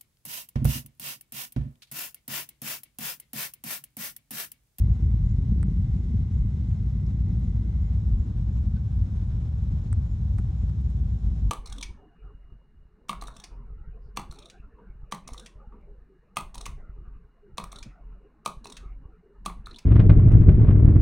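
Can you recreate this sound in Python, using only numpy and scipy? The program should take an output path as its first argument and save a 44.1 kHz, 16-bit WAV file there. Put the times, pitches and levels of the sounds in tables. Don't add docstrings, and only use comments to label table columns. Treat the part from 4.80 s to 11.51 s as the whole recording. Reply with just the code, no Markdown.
import sys
import numpy as np
from scipy import signal
from scipy.fft import rfft, irfft
from scipy.io import wavfile
from scipy.ndimage import uniform_filter1d

SR = 44100
rng = np.random.default_rng(int(sys.argv[2]) if len(sys.argv) > 2 else 0)


def waveform_to_disk(signal):
    frames = np.transpose(np.atleast_2d(signal))
    scaled = np.clip(frames, -1, 1) * 32767
    samples = np.round(scaled).astype(np.int16)
    wavfile.write(sys.argv[1], SR, samples)


N = 295911
TIME = np.arange(N) / SR


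def from_db(db):
    return 10 ** (np.asarray(db) / 20)


def rms_one(x):
    return x / np.sqrt(np.mean(x ** 2) + 1e-20)


def in_time(rows):
    s, *columns = np.transpose(rows)
    return [np.interp(TIME, s, column) for column in columns]


def at_hz(points, hz):
    freqs, values = np.transpose(points)
    return np.interp(np.log(np.maximum(hz, 1)), np.log(freqs), values)


def coloured(x, gain_at):
    spectrum = rfft(x) * gain_at(np.fft.rfftfreq(N, 1 / SR))
    return rms_one(irfft(spectrum, N))


def narrow_noise(hz, width_hz):
    bell = lambda f: np.exp(-2 * ((f - hz) / width_hz) ** 2)
    return coloured(rng.standard_normal((2, N)), bell)


def panned(x, pan_db):
    return x * from_db([[pan_db / 2], [-pan_db / 2]])


def delayed(x, lag_s):
    return np.interp(TIME - lag_s, TIME, x)


def swell(start, length):
    return np.sin(np.pi * np.clip((TIME - start) / length, 0, 1))


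def swing(s, hz, width_s):
    return np.exp(-((TIME - s) / width_s) ** 2) * np.sin(2 * np.pi * hz * (TIME - s))


def clicks(s, db):
    out = np.zeros(N)
    out[(s * SR).astype(int)] = from_db(db)
    return out


def ring(strikes, hz, t60):
    r = from_db(-60 / (t60 * SR))
    w = 2 * np.pi * hz / SR
    return signal.lfilter([0, np.sin(w)], [1, -2 * r * np.cos(w), r * r], strikes + 1e-18)


def evened(x, span_s):
    size = max(int(span_s * SR), 2)
    power = uniform_filter1d(uniform_filter1d(x ** 2, size), size)
    return x / np.sqrt(power + 1e-9)


# (time [s], relative deep boom level [dB], relative roll level [dB], relative dull crackle level [dB])
RUMBLE_COURSE = [(0.0, -18.5, -23, -35), (0.45, -25, -26, -35.5), (0.75, -24.5, -27.5, -32.5),
                 (1.15, -29, -27, -35), (1.9, -27, -28.5, -37), (2.55, -27.5, -29.5, -34.5),
                 (2.95, -25.5, -29, -37.5), (3.85, -26.5, -29.5, -38), (4.6, -28.5, -29.5, -39.0),
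                 (5.3, -27, -28, -39.5), (6.71, -25, -31.5, -38.5)]
# (centre time [s], lift of the deep boom [dB], length [s])
BOOM_LIFTS = [(0.068, 0.5, 0.1), (0.467, 8, 0.066), (0.754, 6, 0.078), (1.03, 1, 0.15), (1.153, 5.5, 0.055),
              (1.37, 6, 0.067), (1.583, 7.5, 0.16), (2.403, 4.5, 0.05), (2.555, 4, 0.055),
              (2.657, 7.5, 0.053), (3.344, 7.5, 0.17), (4.204, 3.5, 0.22), (5.544, 4, 0.042),
              (6.465, 3.5, 0.11), (6.644, 5.5, 0.11)]
# (centre time [s], deep boom dip [dB], roll dip [dB], dull crackle dip [dB], length [s])
LULL_DIPS = [(0.179, 8.5, 9, 4, 0.1), (0.937, -3, 11, 0, 0.082), (1.278, -1.5, 9.5, -0.5, 0.2),
             (1.495, 19.5, 0, 2.5, 0.096), (1.783, 11, -0.5, -0.5, 0.11), (1.871, 1, 6.5, -0.5, 0.041),
             (1.958, 16, -2.5, 0.5, 0.074), (2.105, 1, -0.5, 7, 0.076), (2.862, 0.5, 6.5, -0.5, 0.1),
             (3.483, 7, 3, 0, 0.18), (4.068, 12, -2, 2, 0.16), (4.29, 14, 5.5, -0.5, 0.077),
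             (4.456, 1.5, -0.5, 3, .06), (4.718, 6, 3, 4, 0.07), (5.043, 4.5, 4, 0, 0.16),
             (5.288, 1, 8.5, 1.5, .11), (5.728, 14, -0.5, 1, 0.068), (5.785, 0.5, 2, 5, 0.061),
             (5.964, 10, -0.5, -1, 0.1), (6.12, 1, 7, 1, 0.066), (6.4, 11, 7, 6, 0.067),
             (6.568, 4.5, 5.5, -0.5, 0.098)]
SWALLOW_DB, SWALLOW_S = 4, .045


def rumble_levels():
    levels_db = np.array(in_time(RUMBLE_COURSE))
    for s, lift_db, length in BOOM_LIFTS:
        levels_db[0] += lift_db * swell(s - length / 2, length)
    for s, _ in THUD_EVENTS:
        levels_db[1] -= SWALLOW_DB * swell(s - SWALLOW_S / 2, SWALLOW_S)
    for s, *dips_db, length in LULL_DIPS:
        levels_db = levels_db - np.outer(dips_db, swell(s - length / 2, length))
    return levels_db


# (frequency [Hz], relative spectral level [dB per Hz])
SHOCK_SPECTRUM = [(25, -20.5), (36, -8), (47, -0.5), (57, 6.5), (68, -1), (90, -3), (106, -1.5),
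                  (130, -9.5), (195, -14), (235, -22), (280, -30), (400, -39.5), (600, -63.5),
                  (1200, -93.5)]
BOOM_TOP_HZ, ROLL_TOP_HZ = 72, 140
ROCKET_LAG_S = .00023


def rocket(shocks_per_s, spread_db, even_s, lag_s, pan_db, trim_db):
    sizes = from_db(spread_db * np.minimum(rng.exponential(1, N), 4))
    shocks = sizes * (rng.random(N) < shocks_per_s / SR)
    below = lambda f, edge: 1 / (1 + (f / edge) ** 12)
    shares = [lambda f: below(f, BOOM_TOP_HZ),
              lambda f: below(f, ROLL_TOP_HZ) - below(f, BOOM_TOP_HZ),
              lambda f: 1 - below(f, ROLL_TOP_HZ)]
    roar = 0
    for share, level_db, own_db, span_s in zip(shares, rumble_levels(), trim_db, even_s):
        gain = lambda f: -1j * share(f) * from_db(at_hz(SHOCK_SPECTRUM, f))
        waves = coloured(shocks - shocks.mean(), gain)
        roar = roar + from_db(level_db + own_db) * evened(waves, span_s)
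    return panned(np.array([delayed(roar, lag_s), roar]), pan_db)


# (frequency [Hz], relative spectral level [dB per Hz])
AIR_SPECTRUM = [(100, -7.5), (450, 2.5), (800, -2), (1300, -6.5), (1800, -9), (2800, -15), (3850, -14),
                (4750, -22), (5300, -15.5), (5850, -20), (6500, -18.5), (7400, -23), (9500, -26.5),
                (10300, -44), (11500, -31), (14000, -48.5)]
# (frequency [Hz], correlation [-1 to 1])
AIR_LIKENESS = [(200, 0.83), (470, 0.3), (900, 0.16), (1800, -0.48), (3700, 0.38), (7300, .2),
                (12000, 0.19)]
# (time [s], relative level [dB])
BREEZE_COURSE = [(0.1, -64), (1.02, -66), (3.43, -63), (4.14, -63.5), (4.61, -62.5), (6.6, -65)]


def night_air(level_db):
    alike = lambda f: np.clip(at_hz(AIR_LIKENESS, f), -.99, .99)
    gains = lambda f: from_db(at_hz(AIR_SPECTRUM, f)) * np.sqrt([1 + alike(f), 1 - alike(f)])
    mid, side = coloured(rng.standard_normal((2, N)), gains)
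    hiss = np.array([mid + side, mid - side])
    low = signal.sosfiltfilt(signal.butter(2, 1800, fs=SR, output="sos"), hiss)
    breeze_db, = in_time(BREEZE_COURSE)
    breeze_gain = from_db(breeze_db - breeze_db.mean())
    return from_db(level_db) * (hiss + low * (breeze_gain - 1))


def rustle(flutter_hz, flutter_db):
    flutter = coloured(rng.standard_normal(N), lambda f: np.exp(-(f / flutter_hz) ** 2))
    return from_db(flutter_db * flutter)


# (frequency [Hz], relative level [dB])
HUM_TONES = [(771, -73.5), (1067, -79.5), (1541, -83)]


def hum(width_hz, waver, level_db):
    out = 0
    for hz, db in HUM_TONES:
        tone = np.sqrt(2) * np.sin(2 * np.pi * hz * TIME)
        out = out + from_db(db + level_db) * (tone + waver * narrow_noise(hz, width_hz))
    return out


# (time [s], level of the evened buzz [dB])
TRILL_COURSE = [(0, -74.5), (1.5, -73), (2.4, -73.5), (3.15, -72), (3.18, -110)]


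def trill(hz, width_hz, core_hz, core_width_hz, core_db):
    level_db, = in_time(TRILL_COURSE)
    buzz = narrow_noise(hz, width_hz) + from_db(core_db) * narrow_noise(core_hz, core_width_hz)
    return from_db(level_db) * evened(buzz, span_s=0.14)


# (time [s], relative level [dB])
NEAR_CHIRPS = [(.083, -74.5), (.448, -71), (.811, -76.5), (1.172, -74.5), (1.527, -74.5), (1.877, -73),
               (2.27, -76), (2.628, -73.5), (3.005, -73.5), (3.377, -73.5), (3.718, -74), (4.075, -76),
               (4.42, -77), (4.765, -75), (5.24, -75.5), (5.52, -85.5), (5.773, -78)]


def cricket(chirps, hz, pan_db, stroke_s, gap_s, sag_hz, scatter_hz, uneven_db, rasp, echo_db, echo_t60_s):
    strokes = [(s + delay, db) for s, db in chirps for delay in (0, gap_s)]
    out = np.zeros(N + SR)
    t = np.arange(int(stroke_s * SR)) / SR
    for (s, db), (louder, sharper) in zip(strokes, rng.standard_normal((len(strokes), 2))):
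        pitch = hz + scatter_hz * sharper + sag_hz * (1 - t / stroke_s) / 2
        stroke = np.sin(np.pi * t / stroke_s) * np.sin(2 * np.pi * t * pitch)
        start = int(s * SR)
        out[start:start + len(t)] += from_db(db + uneven_db * louder) * stroke
    song = out[:N] * (1 + rasp * narrow_noise(60, 90)[0])
    scatter = rng.standard_normal((2, SR // 2)) * from_db(-60 * TIME[:SR // 2] / echo_t60_s)
    echoes = signal.fftconvolve(song[None], scatter)[:, :N]
    return panned(song + from_db(echo_db) * song.std() * rms_one(echoes), pan_db)


# (time [s], relative body level [dB], steep front level [dB])
POP_EVENTS = [(0.085, -30.5, -35), (0.201, -37, -34), (0.301, -28.5, -43.5), (.609, -24, -45.5),
              (0.724, -13.5, -31), (.761, -41, -35), (0.8, -20, -45), (0.854, -20.5, -38),
              (0.885, -21, -31.5), (.92, -23.5, -40), (.993, -25, -42), (1.344, -18, -37),
              (1.413, -27, -49), (1.515, -22, -43), (1.571, -31, -40), (1.651, -28.5, -42),
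              (2.154, -34, -42.5), (2.23, -29.5, -37), (2.529, -16.5, -45), (2.649, -21.5, -44),
              (2.716, -30, -46), (3.306, -24, -47.5), (3.678, -34, -40.5), (3.868, -25, -48),
              (3.948, -22.5, -48), (4.938, -19.5, -44), (5.179, -27.5, -47), (5.6, -24.5, -37),
              (5.836, -20, -41)]


def pops(hz, width_s, front_hz, front_s, lag_s, pan_db, level_db):
    out = 0
    for s, body_db, front_db in POP_EVENTS:
        body = from_db(body_db + level_db) * swing(s, hz, width_s)
        out = out + body + from_db(front_db) * swing(s, front_hz, front_s)
    return panned(np.array([delayed(out, lag_s), out]), pan_db)


# (time [s], relative level [dB])
THUD_EVENTS = [(.111, -13), (.316, -15.5), (0.732, -20), (.997, -15.5), (1.031, -19.5), (1.093, -18.5),
               (1.363, -14), (1.42, -18), (1.922, -16.5), (2.454, -18.5), (2.535, -19), (2.775, -19),
               (3.156, -20), (3.196, -16), (3.395, -20.5), (3.88, -15.5), (4.178, -21), (4.231, -14.5),
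               (5.132, -17), (5.183, -15.5), (5.544, -17.5), (5.6, -16.5), (6.216, -20.5), (6.266, -19)]


def thuds(hz, scatter_hz, width_s, lag_s, pan_db, level_db):
    pitches = hz + scatter_hz * rng.uniform(-1, 1, len(THUD_EVENTS))
    out = 0
    for (s, db), pitch in zip(THUD_EVENTS, pitches):
        out = out + from_db(db + level_db) * swing(s, pitch, width_s)
    return panned(np.array([delayed(out, lag_s), out]), pan_db)


# (time [s], relative level [dB], centre frequency [Hz], length [s])
NOISE_BURSTS = [(0.491, -75, 5830, 0.018), (2.264, -73, 5030, 0.013), (2.265, -84, 11700, 0.011),
                (2.595, -84, 10400, 0.023), (3.96, -76, 3800, .03), (4.154, -84, 10500, .025),
                (5.585, -75, 9000, 0.022), (5.896, -77, 4000, 0.016), (6.01, -83, 8600, 0.025)]


def scuffs_and_breath(width_hz, level_db):
    out = 0
    for s, db, hz, length in NOISE_BURSTS:
        burst = swell(s - length / 4, length) * narrow_noise(hz, width_hz)
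        out = out + from_db(db + level_db) * burst
    return out


# (time [s], low knock level [dB], bright 8 kHz edge level [dB], dry crack level [dB])
TICK_EVENTS = [(0.8294, -35.5, -34, -32.5), (1.746, -62, -73, -48), (5.128, -34.5, -30.5, -34.5),
               (5.263, -52, -75, -49), (5.5817, -56, -56, -42), (5.585, -38, -48, -34),
               (5.5905, -42, -52, -44), (5.598, -55, -63, -48), (5.8972, -47, -59, -46),
               (6.101, -76, -53, -52)]
# (frequency [Hz], relative level [dB], 60 dB decay time [s], left minus right [dB])
TICK_TONES = [(550, -11.5, 0.015, 2), (865, -0.5, 0.0055, -3.5), (1350, 0, 0.0092, -5.5),
              (1960, -6, 0.0072, -8.5), (2440, -15.5, 0.004, -9), (8130, -7.5, 0.011, -13),
              (8550, -6, 0.0029, -15), (9700, -12, 0.0013, -10.5)]


def ticks(level_db, knock_after_s, left_lag_s, top_hz, uneven_db):
    s, knock_db, edge_db, _ = np.transpose(TICK_EVENTS)
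    out = 0
    for k, (hz, tone_db, t60, pan_db) in enumerate(TICK_TONES):
        when, strike_db = (s + knock_after_s, knock_db) if hz < 4000 else (s, edge_db)
        strikes = clicks(when, tone_db + strike_db + uneven_db * rng.standard_normal(len(s)))
        out = out + (-1) ** k * panned(ring(strikes, hz, t60), pan_db)
    out = signal.sosfilt(signal.butter(8, top_hz, fs=SR, output="sos"), out)
    return from_db(level_db) * np.array([delayed(out[0], left_lag_s), out[1]])


def cracks(low_hz, top_hz, pan_db, level_db):
    s, _, _, crack_db = np.transpose(TICK_EVENTS)
    band = signal.butter(4, [low_hz, top_hz], "band", fs=SR, output="sos")
    return panned(signal.sosfilt(band, clicks(s, crack_db + level_db) + 1e-18), pan_db)


def pip(start, length_s, hz, fall_hz, rasp, level_db):
    pitch = hz - fall_hz * np.clip((TIME - start) / length_s, 0, 1)
    tone = np.sin(2 * np.pi * np.cumsum(pitch) / SR) + rasp * narrow_noise(hz, 300)
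    return from_db(level_db) * swell(start, length_s) * tone


# (time [s], relative level [dB])
DISTANT_CHIRPS = [(4.99 + .256 * k, -77.5) for k in range(7)]


def far_cricket(level_db):
    song = cricket(DISTANT_CHIRPS, hz=6820, pan_db=5, stroke_s=.045, gap_s=.045, sag_hz=90,
                   scatter_hz=60, uneven_db=1.5, rasp=.5, echo_db=6, echo_t60_s=.9)
    return from_db(level_db) * song


def scene():
    roar = rocket(shocks_per_s=750, spread_db=2.5, even_s=[.05, .07, .1], lag_s=ROCKET_LAG_S,
                  pan_db=0.76, trim_db=[-.3, -.2, -.4])
    background = night_air(level_db=-62.0) * rustle(flutter_hz=25, flutter_db=0.99)
    background = background + hum(width_hz=17, waver=0.72, level_db=-1.5)
    insects = trill(hz=2060, width_hz=210, core_hz=2072, core_width_hz=40, core_db=-7)
    insects = insects + cricket(NEAR_CHIRPS, hz=7110, pan_db=-10.5, stroke_s=0.032, gap_s=.049, sag_hz=25,
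                                scatter_hz=10, uneven_db=0.0, rasp=.2, echo_db=-10, echo_t60_s=.25)
    roar = roar + pops(hz=172, width_s=0.0055, front_hz=293, front_s=0.0019, lag_s=ROCKET_LAG_S,
                       pan_db=1.0, level_db=-2.5)
    roar = roar + thuds(hz=95.3, scatter_hz=6.7, width_s=.012, lag_s=ROCKET_LAG_S,
                        pan_db=1.0, level_db=-1.5)
    small = scuffs_and_breath(width_hz=2300, level_db=8.5)
    small = small + ticks(level_db=-1.5, knock_after_s=0.00055, left_lag_s=0.000098,
                          top_hz=10800, uneven_db=1.6)
    small = small + cracks(low_hz=2200, top_hz=9400, pan_db=-7, level_db=1.0)
    peep = pip(start=3.955, length_s=0.036, hz=1550, fall_hz=60, rasp=.4, level_db=-59.5)
    insects = insects + far_cricket(level_db=-3.5)
    return roar + background + insects + small + peep


LOW_CUT_HZ, CUTOFF_HZ = 36, 15100


def record(dry):
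    low_cut = signal.butter(6, LOW_CUT_HZ, "high", fs=SR, output="sos")
    sound = signal.sosfiltfilt(low_cut, dry, padlen=SR // 10)
    fade = np.clip((TIME[-1] - TIME) / .008, 0, 1)
    top_cut = signal.cheby2(12, 70, CUTOFF_HZ, fs=SR, output="sos")
    return signal.sosfilt(top_cut, sound * fade)


dry = scene()
out = record(dry)
waveform_to_disk(out)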